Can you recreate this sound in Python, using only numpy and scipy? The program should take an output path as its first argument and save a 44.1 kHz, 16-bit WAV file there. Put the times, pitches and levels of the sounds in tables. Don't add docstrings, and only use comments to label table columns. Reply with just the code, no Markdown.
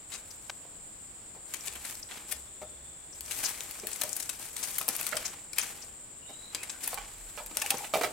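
import sys
import numpy as np
from scipy import signal
from scipy.fft import rfft, irfft
from scipy.io import wavfile

SR = 44100
rng = np.random.default_rng(int(sys.argv[2]) if len(sys.argv) > 2 else 0)


def transcribe(signal):
    frames = np.atleast_2d(signal).T
    limited = np.clip(frames, -1, 1)
    pcm = np.round(limited * 32767).astype(np.int16)
    wavfile.write(sys.argv[1], SR, pcm)


N = 358091
TIME = np.arange(N) / SR

# pitch_hz [Hz], level_db [dB per Hz]
BLOW_COLOUR = [(40, -31.5), (130, -5), (300, -3), (620, -0.5), (1000, -2.5), (2200, -8), (3500, -10),
               (6000, -9.5), (15000, -15.5)]


def gain_of(db):
    return 10 ** (np.asarray(db) / 20)


def evened(x):
    return x / np.sqrt(np.mean(x ** 2) + 1e-20)


def read(points, hz):
    f, value = np.transpose(points)
    return np.interp(np.log(hz + 1), np.log(f + 1), value)


def add(mix, start_s, sound):
    part = mix[:, max(round(start_s * SR), 0):][:, :sound.shape[1]]
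    part += sound[:, :part.shape[1]]


def placed(pair, same, pan_db):
    same = np.clip(same, 0, 1)
    right = same * pair[0] + np.sqrt(1 - same ** 2) * pair[1]
    return np.array([pair[0] * gain_of(pan_db / 2), right * gain_of(-pan_db / 2)])


def coloured(x, *spectra, ripple_db=0, size=2048, order=24):
    hz = np.fft.rfftfreq(size, 1 / SR)
    ripple = evened(np.convolve(rng.standard_normal(len(hz)), np.hanning(order), "same"))
    total_db = sum(read(points, hz) for points in spectra) + ripple_db * ripple
    log_gain = np.log(gain_of(total_db))
    circle = np.concatenate([log_gain, log_gain[-2:0:-1]])
    taps = np.fft.ifft(np.exp(np.conj(signal.hilbert(circle)))).real
    return signal.oaconvolve(x, taps[None], axes=1)[:, :x.shape[1]]


def sized(x, db):
    energy = np.mean(np.sum(x ** 2, 1))
    return gain_of(db) * x * np.sqrt(.01 * SR / energy)


def whistle(length_s, start_hz, end_hz, width_hz):
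    n = int(length_s * SR)
    band = 1 / (1 + (2 * np.fft.fftfreq(n, 1 / SR) / width_hz) ** 4)
    wobble = np.fft.ifft(np.fft.fft(rng.standard_normal((2, n))) * np.sqrt(band))
    turn = np.exp(2j * np.pi * np.cumsum(np.linspace(start_hz, end_hz, n)) / SR)
    fade = signal.windows.tukey(n, min(.6, 0.38 / length_s))
    return evened((wobble * turn).real * fade)


def scattered(x, decay_s, same):
    t = np.arange(SR // 8) / SR
    echoes = placed(rng.standard_normal((2, len(t))), same, 0) * np.exp(-t / decay_s)
    return signal.fftconvolve(x, echoes / np.linalg.norm(echoes[0]), axes=1)[:, :x.shape[1]]


def slips(length_s, release_s, grain_db, same, pan_db):
    t = np.arange(SR // 4) / SR
    uneven = np.repeat(np.clip(rng.standard_normal(len(t)), -2, 2), 20)[:len(t)]
    onset = 1 + np.exp(-t / 0.00015)
    burst = np.exp(-np.maximum(t - length_s, 0) / release_s) * gain_of(grain_db * uneven) * onset
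    return placed(rng.standard_normal((2, len(t))), same, pan_db) * burst


def slat_ring(favoured_hz=600, favour_db=0, detune=0.0025):
    # pitch_hz [Hz], level_db [dB, relative], t60_s [s to fall by 60 dB]
    slat_modes = [(358, -18, 0.12), (436, -34, .1), (505.6, -5, 0.22), (554, -26, 0.087), (616, -4, 0.13),
                  (651.5, -8.5, 0.21), (705, 3, 0.053), (792, -2.5, 0.11), (834, 0.5, 0.052),
                  (1048, -16.5, 0.12), (1287, 5, 0.065), (1430, -16, 0.075), (1526, -21, .05),
                  (2004, 0, 0.077), (2343, 5, .05), (2830, -9, 0.049)]
    t = np.arange(SR // 4) / SR
    ring = np.zeros(len(t))
    for hz, db, t60_s in slat_modes:
        favour = favour_db * np.exp(-(np.log(hz / favoured_hz) / 0.068) ** 2)
        turns = hz * (1 + detune * rng.standard_normal()) * t + rng.random()
        ring += gain_of(db + favour - 60 * t / t60_s) * np.sin(2 * np.pi * turns)
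    return ring / np.linalg.norm(ring)


def background():
    # pitch_hz [Hz], level_db [dB per Hz, relative]; the last point is left out below
    air_colour = [(12, -31), (20, -6.5), (59, -4.5), (212, -9.5), (282, -10.5), (326, -9), (368, -11.5),
                  (405, -12), (468, -11), (610, -11.5), (2650, -20), (3540, -19.5), (3800, -21),
                  (6300, -25), (8190, -73), (13900, -120)]
    # pitch_hz [Hz], likeness [0 to 1]
    air_same = [(60, 1), (130, 0.87), (290, 0.53), (640, 0.083), (1400, 0.026), (16000, 0.045)]
    # [dB per Hz, relative]
    chorus_colour = [(5800, -55), (6650, -23), (7020, -4.5), (7400, 2), (7700, -7), (7900, 2), (8050, -4),
                     (8300, -2.5), (8750, -4.5), (9050, -18), (9400, -28), (16000, -27)]
    # start_s [s], end_s [s], pitch_hz [Hz], width_hz [Hz], level_db [dB rms]
    insects = [(0, 9.1, 7750, 50, -60), (.65, 1.45, 4980, 250, -79), (2.3, 3.22, 3500, 170, -68)]
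    # start_s [s], end_s [s], pitch_hz [Hz], width_hz [Hz], level_db [dB rms]
    drones = [(1.6, 3.8, 66.3, 3.6, -65), (6.85, 7.6, 37.9, 9, -59)]
    hz = np.fft.rfftfreq(N, 1 / SR)
    white = rfft(rng.standard_normal((2, N)))
    air_db = read(air_colour[:-1], hz) + read([(6000, 2), (10000, -9), (16000, -7)], hz)
    air = irfft(placed(white, read(air_same, hz), 0) * gain_of(air_db), N)
    chorus = irfft(rfft(rng.standard_normal((2, N))) * gain_of(read(chorus_colour, hz)), N)
    throb = evened(irfft(rfft(rng.standard_normal((2, N))) / (1 + (hz / 25) ** 2), N))
    chorus = placed(chorus * gain_of(1.6 * throb), 0, pan_db=1.5)
    out = gain_of(-56) * evened(air) + gain_of(-48.0) * evened(chorus)
    for tones, same in ((insects, 0), (drones, .98)):
        for start_s, end_s, tone_hz, width_hz, db in tones:
            tone = whistle(end_s - start_s, tone_hz, tone_hz, width_hz)
            add(out, start_s, gain_of(db) * placed(tone, same, 0))
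    return out


def pushing():
    # [dB over the rasp, before the same mix]
    pushes = [(0.088, 0.027, 0.035, -53.5, -3.5), (0.261, 0.027, 0.029, -62.5, 3.5),
              (0.41, .02, .08, -65.5, 2.5), (1.46, 0.064, 0.29, -54, -1), (1.811, 0.044, 0.036, -48, 2.5),
              (2.077, 0.034, 0.066, -49, -7.5), (2.268, 0.025, 0.018, -52.5, 4.5), (3.13, .02, .03, -61, 2),
              (3.213, 0.17, 0.072, -45, 3.5), (3.411, 0.032, .015, -40.5, -1.5),
              (3.485, 0.036, .27, -51.5, 0), (3.84, 0.055, 0.21, -50, 2), (4.138, .03, 0.061, -51, 4),
              (4.294, 0.016, .03, -53.5, 1), (4.37, .04, 0.053, -51.5, 4), (4.526, 0.1, 0.066, -46.5, 4),
              (4.703, .04, 0.075, -51.5, 6), (4.864, 0.029, .19, -45.5, 1.5),
              (5.128, 0.043, 0.095, -45.5, -4), (5.27, .03, 0.064, -57, -12),
              (5.546, 0.037, 0.065, -43.5, -1.5), (5.7, 0.027, 0.093, -55.5, -3),
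              (6.27, .04, 0.23, -64.5, -3), (6.508, 0.027, 0.2, -52.5, -7), (6.792, 0.046, 0.057, -47, 2),
              (6.927, 0.034, 0.088, -52, -14), (7.048, 0.028, 0.56, -59.5, 0),
              (7.53, 0.058, .25, -47.5, -1), (7.933, 0.012, 0.075, -43, -5)]
    release_db_per_s = 118
    rest_rasp_db, rest_fizz_db = -69.5, -73
    t = TIME[::64]
    rasp, fizz = gain_of(rest_rasp_db) ** 2, gain_of(rest_fizz_db) ** 2
    for s, rise_s, hold_s, db, fizz_db in pushes:
        after_s = np.maximum(t - s - rise_s - hold_s, 0)
        push = np.clip((t - s) / rise_s, 0, 1) * gain_of(db - release_db_per_s * after_s)
        rasp = rasp + push ** 2
        fizz = fizz + (gain_of(fizz_db) * push) ** 2
    return np.interp(TIME, t, np.sqrt(rasp)), np.interp(TIME, t, np.sqrt(fizz))


def grains(colour, per_s, spread_db, smooth_db, same, pan_db, count=8):
    out = np.zeros((2, N))
    for _ in range(count):
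        starts = rng.exponential(1, N), rng.random(N) < per_s / count / SR
        size = gain_of(spread_db * np.minimum(starts[0], 4)) * starts[1]
        catch = evened(signal.lfilter([1], [1, -np.exp(-1 / (0.00065 * SR))], size))
        rub = (catch + gain_of(smooth_db)) * rng.standard_normal((2, N))
        out += coloured(placed(rub, same, pan_db), colour, ripple_db=1.5)
    return out / np.std(out.mean(0))


def sliding(rasp, fizz):
    # [dB, before the mix of low sounds]
    shake_curve = [(-75.5, -73.5), (-52, -55), (-44.5, -49), (-35, -48)]
    # [dB per Hz, relative]
    fizz_colour = [(1500, -22.5), (4000, -10.5), (6200, -4.5), (9000, 0), (11000, -5), (13000, -4.5),
                   (16000, -13)]
    # [dB per Hz, relative]
    rasp_colour = [(300, -19.5), (650, -3), (950, -3.5), (1500, -0.5), (2400, 1.5), (4000, -3.5),
                   (6500, -7.5), (10000, -11), (16000, -18)]
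    shake = gain_of(np.interp(20 * np.log10(rasp), *np.transpose(shake_curve)))
    hz = np.fft.rfftfreq(N, 1 / SR)
    unsteady = irfft(rfft(rng.standard_normal(N)) * ((hz > 10) & (hz < 45)), N)
    jerks = evened(gain_of(1.6 * evened(unsteady)))
    fibres = grains(fizz_colour, per_s=750, spread_db=1.0, smooth_db=2.5, same=0.034, pan_db=6.5)
    edges = grains(rasp_colour, per_s=630, spread_db=1.5, smooth_db=3.0, same=0.7, pan_db=0.0)
    bumps = grains(BLOW_COLOUR, per_s=220, spread_db=0, smooth_db=-3.0, same=0.79, pan_db=-0.5)
    slats = evened(signal.oaconvolve(bumps, slat_ring()[None], axes=1)[:, :N])
    thuds = coloured(bumps, [(150, 1.5), (300, 6.0), (600, -2.5), (1100, -2)])
    low = gain_of(-9.0) * slats + gain_of(-2.5) * thuds
    return jerks * (gain_of(2.0) * fizz * fibres + gain_of(-0.5) * rasp * edges + shake * low)


def crack(db, length_s, body_db, edge_db, pan_db):
    # [dB per Hz, relative]
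    crack_colour = [(80, -23), (300, -14.5), (700, -8.5), (1400, -7), (2400, 0.5), (4200, -2), (6000, -0.5),
                    (8000, 5), (10500, 1.5), (13000, -4.5), (16000, -7)]
    burst = slips(length_s, release_s=.0004, grain_db=4, same=.8, pan_db=0)[:, :SR // 8]
    thrown_back = scattered(burst, decay_s=.01, same=.5)
    burst = burst + coloured(thrown_back, [(1500, -2), (5000, -6), (11000, -9)])
    tilt = [(2800, body_db), (5000, 0), (8500, 0), (11500, edge_db)]
    sound = coloured(burst, crack_colour, tilt, ripple_db=2)
    sound[1:] = coloured(sound[1:], [(1200, 0.33), (3000, -pan_db / 2), (6000, -pan_db)])
    return sized(sound, db + .5)


def cracks():
    # [dB, above 11.5 kHz]
    crack_list = [(0.12, -34, 0.042, -1.5, -17), (1.538, -30.5, 0.0091, 2, 3.5), (1.655, -34, 0.026, -4, 3),
                  (1.672, -32.5, 0.012, -2, -11), (1.753, -40, 0.01, 10, 3), (2.11, -40.5, 0.015, 11, -20),
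                  (2.314, -28, 0.013, -1, 6), (3.208, -36.5, 0.00087, -8.5, 6),
                  (3.31, -31.5, 0.0061, 1, 0.5), (3.492, -34, 0.0012, 2, 11), (3.607, -36, 0.0014, -2, -1),
                  (3.71, -37.5, 0.0045, -2, 11), (3.87, -31.5, 0.0021, 3, 11.5),
                  (3.9315, -34, 0.0034, -19, -12), (4.014, -25.5, 0.0054, 1.5, 6),
                  (4.035, -29.5, 0.0033, -4, 6), (4.092, -36.5, .002, -28, -3),
                  (4.13, -31.5, .001, -36, -10), (4.165, -30.5, .005, -5.5, 10),
                  (4.2, -33, 0.0081, -4, -0.5), (4.2926, -29, 0.0072, -3.5, -2), (4.565, -34, .004, -9, -4),
                  (4.629, -31.5, .01, -6, -11), (4.783, -24.5, .0054, 1, 15.5),
                  (4.814, -32.5, 0.0011, -0.5, 5), (4.881, -29, .002, 8.5, 17),
                  (4.888, -24, 0.00064, -23, 9.5), (4.965, -32, 0.0016, -11, 14),
                  (5.011, -32, 0.0026, 5, 12), (5.066, -28.5, 0.0042, 2.5, 7.5),
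                  (5.167, -28.5, .007, -0.5, -6), (5.531, -37.5, 0.0051, -5, -4),
                  (5.583, -22.5, 0.0049, -4, -2), (5.592, -30, 0.011, -4, -9), (6.547, -30, 0.0062, -1, -7),
                  (6.632, -35.5, 0.0055, 2.5, -2), (6.696, -34, 0.0074, -1, -18),
                  (6.837, -35.5, .006, -9, 0), (6.876, -27.5, 0.0032, 7, 14.5),
                  (6.943, -34.5, 0.0028, -6, 5), (7.462, -41, 0.0014, -5, 10), (7.57, -26, 0.0015, 3.5, 4),
                  (7.617, -27.5, 0.008, 5.5, 1.5), (7.662, -33, 0.0018, 6, -5),
                  (7.705, -21.5, 0.0041, -1, 0)]
    # time_s [s], left_right_db [dB]
    crack_pan = [(0, 12), (5.6, 10.5), (6.9, 5.5), (7.7, 2)]
    out = np.zeros((2, N))
    for s, db, length_s, body_db, edge_db in crack_list:
        pan_db = np.interp(s, *np.transpose(crack_pan))
        add(out, s, crack(db, length_s, body_db, edge_db, pan_db))
    return out


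def snaps(fizz, count=12):
    snaps_per_s, over_fizz_db, spread_db = 22, 7.5, 5.5
    typical_s, colour_db = 0.0022, 5.5
    top_db = -39
    out = np.zeros((2, N))
    strength = np.minimum(fizz * gain_of(over_fizz_db), gain_of(top_db))
    fibres = [crack(0, typical_s * np.exp(a / 2), colour_db * b - 7, colour_db * c - 3, pan_db=10)
              for a, b, c in rng.standard_normal((count, 3))]
    for k, (when, size) in enumerate(rng.random((int(snaps_per_s * N / SR), 2))):
        s = (k + when) / snaps_per_s
        level = np.interp(s, TIME, strength) * gain_of(spread_db * (2 * size - 1.5))
        add(out, s, level * fibres[k % count])
    return out


def squeaks():
    # start_s [s], level_db [dB rms], length_s [s], pitch_hz [Hz], width_hz [Hz]
    squeak_list = [(0.305, -47, .014, 5570, 1200), (2.026, -40, 0.0096, 5450, 1000),
                   (3.124, -51.5, 0.021, 5740, 900), (3.442, -31, .032, 6030, 2400),
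                   (5.249, -33, 0.023, 6270, 1900), (5.612, -33.5, 0.0084, 6140, 900),
                   (5.816, -47.5, 0.026, 5650, 1500), (6.926, -45.5, 0.021, 846, 150),
                   (7.636, -43, 0.0252, 813, 110), (7.711, -46, 0.021, 810, 140),
                   (7.769, -39, 0.0088, 6150, 1800), (7.796, -46.5, 0.056, 832, 90.4)]
    sag = 0.013
    out = np.zeros((2, N))
    for s, db, length_s, hz, width_hz in squeak_list:
        pan_db = read([(800, -3), (6000, 9)], hz)
        same = read([(800, 0.82), (6000, 0.55)], hz)
        tone = whistle(length_s, hz * (1 + sag), hz * (1 - sag), width_hz)
        add(out, s, gain_of(db) * evened(placed(tone, same, pan_db)))
    return out


def tick(start_s=.497, length_s=0.0059, db=-35, count=5):
    clicks = np.zeros((2, SR // 20))
    at = (np.arange(count) + .7 * rng.random(count)) / count * length_s * SR
    clicks[:, at.astype(int)] = rng.uniform(0.54, 1, count)
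    colour = [(150, -24), (600, 2.5), (1400, 3.5), (3500, 0.0), (7000, -4.0), (16000, -24)]
    crackle = coloured(clicks, colour)
    out = np.zeros((2, N))
    add(out, start_s, sized(placed(crackle, 0.98, pan_db=5.5), db))
    return out


def knocks():
    # [dB, positive is left]
    knock_list = [(0.65, -53, 0.0086, 2, -4, 720, 1), (1.349, -51, 0.018, 1, -9, 780, 2),
                  (2.617, -40.5, 0.015, 3.5, -7.5, 547, 1), (3.834, -40.5, 0.016, 10, -6.5, 450, -2),
                  (4.018, -43, .006, -4, 5, 630, -2), (4.036, -39.5, 0.0077, 1.5, -2, 620, -2),
                  (4.811, -39, .004, -1, 2, 710, 0), (4.882, -36, 0.017, 11.5, 5, 760, 0),
                  (5.124, -31, 0.0093, 1, 13, 626, -10), (5.141, -37, 0.0078, 4, -7, 614, -1),
                  (6.293, -47.5, 0.015, 3, -8, 656, 0), (6.931, -37.5, 0.0052, -14, -5.5, 810, -4),
                  (6.975, -36, 0.012, -18, 7, 774, -9), (7.376, -37.5, 0.019, -14, 4.5, 576, -9),
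                  (7.401, -42.5, 0.0074, -15, -8, 610, -1), (7.512, -45.5, .0035, 14, 1, 390, -4),
                  (7.567, -43.5, 0.011, 3, 3, 620, 1), (7.709, -34.5, 0.017, -1, -2.5, 800, -1),
                  (7.742, -37, 0.0023, 6, -8, 566, -1.5), (7.844, -40, 0.007, -17, 7, 826, -8),
                  (7.938, -24, 0.0122, -2, 3.5, 603, -6), (7.955, -24.5, 0.0022, -3, -13, 650, -1),
                  (7.97, -37, 0.018, 6, -25, 620, 0), (8.012, -29, 0.004, -3.5, -8, 667, -4),
                  (8.034, -26, 0.0098, -15, 3.5, 606, -11), (8.046, -29.5, 0.0074, 1, 4.5, 616, 2)]
    out = np.zeros((2, N))
    for s, db, contact_s, thump_db, hard_db, ring_hz, pan_db in knock_list:
        blow = slips(contact_s, release_s=0.001, grain_db=3.0, same=0.97, pan_db=pan_db)
        blow[:, 0] += .5 * np.linalg.norm(blow, axis=1)
        slat = slat_ring(ring_hz, favour_db=11.0)
        ring = signal.fftconvolve(blow, slat[None], axes=1)[:, :blow.shape[1]]
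        blow = blow + gain_of(-2.5) * scattered(blow, decay_s=0.023, same=0.84)
        spot = [(ring_hz / 1.22, 0), (ring_hz, 6), (ring_hz * 1.2, 0)]
        dull = evened(coloured(blow, BLOW_COLOUR, spot, ripple_db=1.2, order=10))
        knock = dull + gain_of(-5) * evened(ring)
        tilt = [(100, min(thump_db, 0) - 2.5), (330, thump_db), (560, 0), (900, 0.5),
                (1300, hard_db), (2800, hard_db), (5500, min(hard_db, 0) - 2.0)]
        add(out, s, sized(coloured(knock, tilt), db + 1.9))
    return out


def bird():
    # start_s [s], level_db [dB rms], length_s [s], start_hz [Hz], end_hz [Hz], width_hz [Hz]
    bird_notes = [(6.194, -61.5, 0.2, 2820, 3030, 200), (6.252, -57, 0.14, 3700, 3900, 150),
                  (6.358, -56, .21, 3900, 4010, 170), (6.566, -50.5, .09, 2430, 2630, 170),
                  (6.715, -57.5, 0.091, 1540, 1500, 90)]
    out = np.zeros((2, N))
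    for s, db, length_s, start_hz, end_hz, width_hz in bird_notes:
        note = whistle(length_s, start_hz, end_hz, width_hz)
        add(out, s, gain_of(db) * placed(note, 0.27, pan_db=0))
    return out


def shed(x):
    taps = rng.standard_normal((2, SR // 2)) * (rng.random((2, SR // 2)) < 3000 / SR)
    hz, t, z = signal.stft(taps, SR, nperseg=256)
    z = placed(z, read([(300, 0.99), (700, 1.0), (2000, 0.27), (5000, 0.28)], hz)[:, None], 0)
    t60_s = read([(300, 0.6), (2000, 0.25), (6000, 0.25), (14000, 0.049)], hz)[:, None]
    fading = z * gain_of(-60 * t / t60_s) * np.minimum(t / 0.0051, 1)
    tail = signal.istft(fading, SR, nperseg=256)[1]
    return signal.fftconvolve(x, tail / np.linalg.norm(tail[0]), axes=1)[:, :N]


def scene():
    rasp, fizz = pushing()
    bamboo = cracks() + knocks() + squeaks()
    steady = sliding(rasp, fizz) + tick() + background() + bird()
    bamboo = bamboo + snaps(fizz)
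    echo = gain_of(-13) * shed(bamboo)
    return bamboo + echo + steady


def record(dry):
    edge_hz = 16050
    low_pass = signal.firwin(301, edge_hz, window=("kaiser", 8), fs=SR)
    return signal.oaconvolve(dry, low_pass[None], "same")


dry = scene()
out = record(dry)
transcribe(out)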